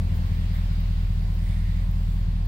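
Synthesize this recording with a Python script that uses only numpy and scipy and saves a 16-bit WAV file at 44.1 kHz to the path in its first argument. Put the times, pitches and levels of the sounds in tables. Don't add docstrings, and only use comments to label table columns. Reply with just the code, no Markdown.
import sys
import numpy as np
from scipy import signal
from scipy.fft import rfft, irfft
from scipy.io import wavfile
from scipy.ndimage import uniform_filter1d, map_coordinates

SR = 44100
rng = np.random.default_rng(int(sys.argv[2]) if len(sys.argv) > 2 else 0)


def file_out(sig):
    cols = np.atleast_2d(sig).T
    lim = np.clip(cols, -1, 1)
    pcm = np.round(lim * 32767).astype(np.int16)
    wavfile.write(sys.argv[1], SR, pcm)


def how_loud(loudness_db):
    steps = np.asarray(loudness_db, float) / 20
    return 10 ** steps


N = 108971

# time in seconds, place from 0 (wheel) to 1 (dash centre).
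CAMERA_PATH = [
    (0, 0.04),
    (.3, 0.079),
    (.55, 0.61),
    (1.05, 0.95),
    (2.47, 1),
]

# frequency in Hz, level in dB per Hz.
RUMBLE_SPECTRUM = [(20, -22), (45, -10), (100, -1), (170, -5), (230, -11), (400, -19.5), (1100, -19),
                   (1900, -43.5)]
# frequency in Hz, likeness up to 1.
RUMBLE_ALIKE = [(100, .95), (300, .7), (700, .45), (1200, .75)]
RUMBLE_DB, RUMBLE_MOVE_DB, RUMBLE_SWAY_DB = -43.5, 3, 0.5
RUMBLE_LEAD_S = 0.000358

# frequency in Hz, level in dB per Hz.
VENT_SPECTRUM = [(900, -5), (1500, 4), (1850, 5), (3300, 2), (4800, 0), (5800, -10), (9000, -19),
                 (16000, -47)]
AIR_SPECTRUM = [(4500, -15), (6500, -1), (8000, 0), (10000, -3), (11800, -5), (13200, -3), (15800, 3)]
# frequency in Hz, likeness up to 1.
VENT_ALIKE = [(1500, 0.097), (4000, 0.06), (14000, 0.19)]
# frequency in Hz, left over right in dB.
VENT_PAN = [(1200, 1), (2400, -1), (4400, 2), (10000, 0), (14000, 8)]
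# time in seconds, hiss in dB, fine top in dB.
FLOW = [
    (0, 2, -2),
    (.45, 3.5, 1),
    (.75, 4, 0.5),
    (1.15, 1.5, 1),
    (1.6, 1, 0),
    (1.9, 0.5, 0),
    (2.2, 0, 2),
    (2.27, -0.5, -5),
    (2.47, 1, -8),
]
VENT_DB, AIR_DB, VENT_LAG_S = -53.5, -59, 0.00042

# frequency in Hz, level in dB per Hz.
CLOTH_SPECTRUM = [(1500, -25), (1780, -1), (2200, 0), (2500, -16), (3300, -16), (3600, -6), (4000, -20),
                  (12000, -32)]
CRACKLE_SPECTRUM = [(3000, -32), (7000, -9), (12500, -9), (14500, 4), (16000, 0)]
SLEEVE_SPECTRUM = [(5000, -5), (8000, 4), (10500, 6), (13000, -6)]
# time in seconds, length in seconds, level in dB, brightness in dB, left over right in dB.
RUBS = [
    (.16, 0.024, -57.5, 16, 3),
    (0.347, 0.12, -64.5, 13, -1),
    (0.564, 0.037, -52.5, 8, -4),
    (1.49, 0.096, -53, -12, -2),
    (1.72, 0.15, -55, -21, -5),
]
# time in seconds, length in seconds, level in dB.
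SLEEVE = (1.51, 0.12, -61)
CLOTH_PATCH_DB = 1.2

# time in seconds, peak in dB, left over right in dB.
TICKS = [
    (0.2603, -47, 7.0),
    (0.805, -65, 57),
    (1.3518, -50, 21),
    (1.911, -47, 18),
    (2.4573, -50, 16.5),
]
TICK_HZ, TICK_S, LATE_S = 14900, 0.00025, 0.0013
PRE_S, PRE_DB = 0.002, -20

FIRING = [1, 2, 3, 4, 5, 6, 7, 8, 10, 13, 14, 16]
FIRING_DB = [-24, -30, -49, -45, -56, -61, -63, -73, -73, -70, -70, -75]
LOPE = [6, 7, 9, 11, 13, 14, 15, 17, 18, 19, 20, 21, 22, 23, 25, 26, 27, 28, 29, 30, 31, 33, 34, 35, 36, 37,
        38, 43]
LOPE_DB = [-61, -59, -56, -45, -46, -52, -53, -44, -39, -37, -45, -47, -48, -59, -53, -53, -46, -51, -58,
           -43, -53, -50, -44, -46, -49, -55, -48, -61]
UNEQUAL = [(.85, -.6, -.9), (2.8, -.8, -.1), (3.87, -1, 1), (6.8, .6, -.25)]
# frequency in Hz, wheel over dash in dB.
CAB_WAVES = [(40, -3), (80, 3.5), (110, 0.5), (170, 2), (280, 5), (600, 6.5)]
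# frequency in Hz, left over right in dB.
BOOM_PAN = [(40, -.5), (80, 1.5), (170, 3), (280, 3), (1200, 1)]
FIRING_HZ, CYLINDERS = 40.68, 8
CYCLE_HZ = FIRING_HZ / CYLINDERS
PUMP_HZ, PUMP_DB = 109.3, -42
HARD_FIRING_S = 0.101
SMEAR, EDGE, CRANK_SWAY = 0.15, 1.7, 0.005
PANEL_HZ = 118
BOOM_LEAD_S = 0.0003
EVEN_SWAY_DB, LOPE_SWAY_DB = 0.3, 0.9

TOP_HZ = 15830


def unit(x):
    return x / np.sqrt(np.mean(x ** 2) + 1e-20)


def along(points, hz):
    f, v = np.transpose(points)
    return np.interp(np.log(hz + 1), np.log(f + 1), v)


def wobble(rate):
    knots = rng.standard_normal(int(N * rate / SR) + 4)
    return map_coordinates(knots, [np.arange(N) * rate / SR])


def sides(pan_db, lead_rad=0):
    half = pan_db / 2 * np.log(10) / 20 + 0.5j * lead_rad
    return np.exp([half, -half])


def near_wheel():
    return 1 - np.interp(np.arange(N) / SR, *np.transpose(CAMERA_PATH))


def rush(spectrum, alike, pan, lead_s, patchy_db):
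    z = signal.stft(rng.standard_normal((2, N + 1024)), nperseg=512)[2]
    field = uniform_filter1d(rng.standard_normal(z.shape[1:]), size=6, axis=0)
    field = uniform_filter1d(field, size=10, axis=1)
    patchy = signal.istft(z * how_loud(patchy_db * unit(field)), nperseg=512)[1][:, :N]
    a, b = rfft(patchy)
    hz = np.fft.rfftfreq(N, 1 / SR)
    u = np.arccos(np.clip(along(alike, hz), -1, 1)) / 2
    pair = np.array([a * np.cos(u) + b * np.sin(u), a * np.cos(u) - b * np.sin(u)])
    shape = how_loud(along(spectrum, hz)) * (hz > 12)
    return unit(irfft(pair * shape * sides(along(pan, hz), 2 * np.pi * hz * lead_s), N))


def panel_rumble():
    rumble = rush(RUMBLE_SPECTRUM, RUMBLE_ALIKE, BOOM_PAN, RUMBLE_LEAD_S, patchy_db=0.6)
    return rumble * how_loud(RUMBLE_DB + RUMBLE_MOVE_DB * near_wheel() + RUMBLE_SWAY_DB * wobble(9.78))


def vent_blower():
    s, *levels = np.transpose(FLOW)
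    flow_db, top_db = (np.interp(np.arange(N) / SR, s, level) for level in levels)
    vent = rush(VENT_SPECTRUM, VENT_ALIKE, VENT_PAN, -VENT_LAG_S, patchy_db=0.95)
    air = rush(AIR_SPECTRUM, VENT_ALIKE, VENT_PAN, -VENT_LAG_S, patchy_db=2.2)
    hiss = vent * how_loud(VENT_DB + flow_db + 0.4 * wobble(11.9))
    return hiss + air * how_loud(AIR_DB + top_db + 0.6 * wobble(23))


def swell(s, length, db):
    t = np.arange(N) / SR
    return how_loud(db) * np.exp(-((t - s) / length) ** 2)


def cloth():
    centred = [(1000, 0)]
    body = rush(CLOTH_SPECTRUM, [(1000, 0.23)], centred, 0, CLOTH_PATCH_DB)
    crackle = rush(CRACKLE_SPECTRUM, [(1000, 0.3)], centred, 0, CLOTH_PATCH_DB) * how_loud(2.5 * wobble(400))
    soft = rush(SLEEVE_SPECTRUM, [(1000, 0.18)], centred, 0, CLOTH_PATCH_DB)
    out = swell(*SLEEVE) * soft
    for s, length, db, bright_db, pan in RUBS:
        rub = body + how_loud(bright_db - 10.5) * crackle
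        out = out + swell(s, length, db) * sides(pan).real[:, None] * rub
    return out


def tick(s, db):
    t = np.arange(N) / SR - s
    return how_loud(db + 3) * np.exp(-(t / TICK_S) ** 2) * np.sin(2 * np.pi * TICK_HZ * t)


def relay():
    out = np.zeros((2, N))
    for s, db, pan in TICKS:
        close_s = s + LATE_S
        both = tick(close_s, db) + tick(close_s - PRE_S, db + PRE_DB)
        out = out + sides(pan).real[:, None] * both
    return out


def boom_tone(hz, db, phase, sway_db):
    gain = np.sqrt(2) * how_loud(db + along(CAB_WAVES, hz) * near_wheel() + sway_db * wobble(3.8))
    ears = sides(along(BOOM_PAN, hz), 2 * np.pi * hz * BOOM_LEAD_S)
    return (ears[:, None] * gain * np.exp(1j * phase)).real


def gather(order):
    after, floor, dash = np.transpose(UNEQUAL)
    push = floor if order * CYCLE_HZ < PANEL_HZ else dash
    return np.angle(np.sum(push * np.exp(-2j * np.pi * order * after / CYLINDERS))) + EDGE


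def engine():
    t = np.arange(N) / SR
    cycle = 2 * np.pi * CYCLE_HZ * (t - HARD_FIRING_S) + CRANK_SWAY * wobble(3.48)
    out = boom_tone(PUMP_HZ, PUMP_DB, 2 * np.pi * PUMP_HZ * t + 0.31 * wobble(2.8), 0.5)
    for k, db in zip(FIRING, FIRING_DB):
        phase = k * CYLINDERS * cycle + EDGE
        out = out + boom_tone(k * FIRING_HZ, db, phase, EVEN_SWAY_DB * np.sqrt(k))
    for k, db in zip(LOPE, LOPE_DB):
        phase = k * cycle + gather(k) + SMEAR * rng.normal()
        out = out + boom_tone(k * CYCLE_HZ, db, phase, LOPE_SWAY_DB)
    return out


def scene():
    return panel_rumble() + vent_blower() + cloth() + relay() + engine()


def low_pass(x):
    return signal.sosfilt(signal.butter(12, 16490, fs=SR, output="sos"), x)


def record(dry):
    heard = np.fft.rfftfreq(N, 1 / SR) < TOP_HZ
    mix = irfft(rfft(dry) * heard, N)
    return low_pass(mix)


dry = scene()
out = record(dry)
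file_out(out)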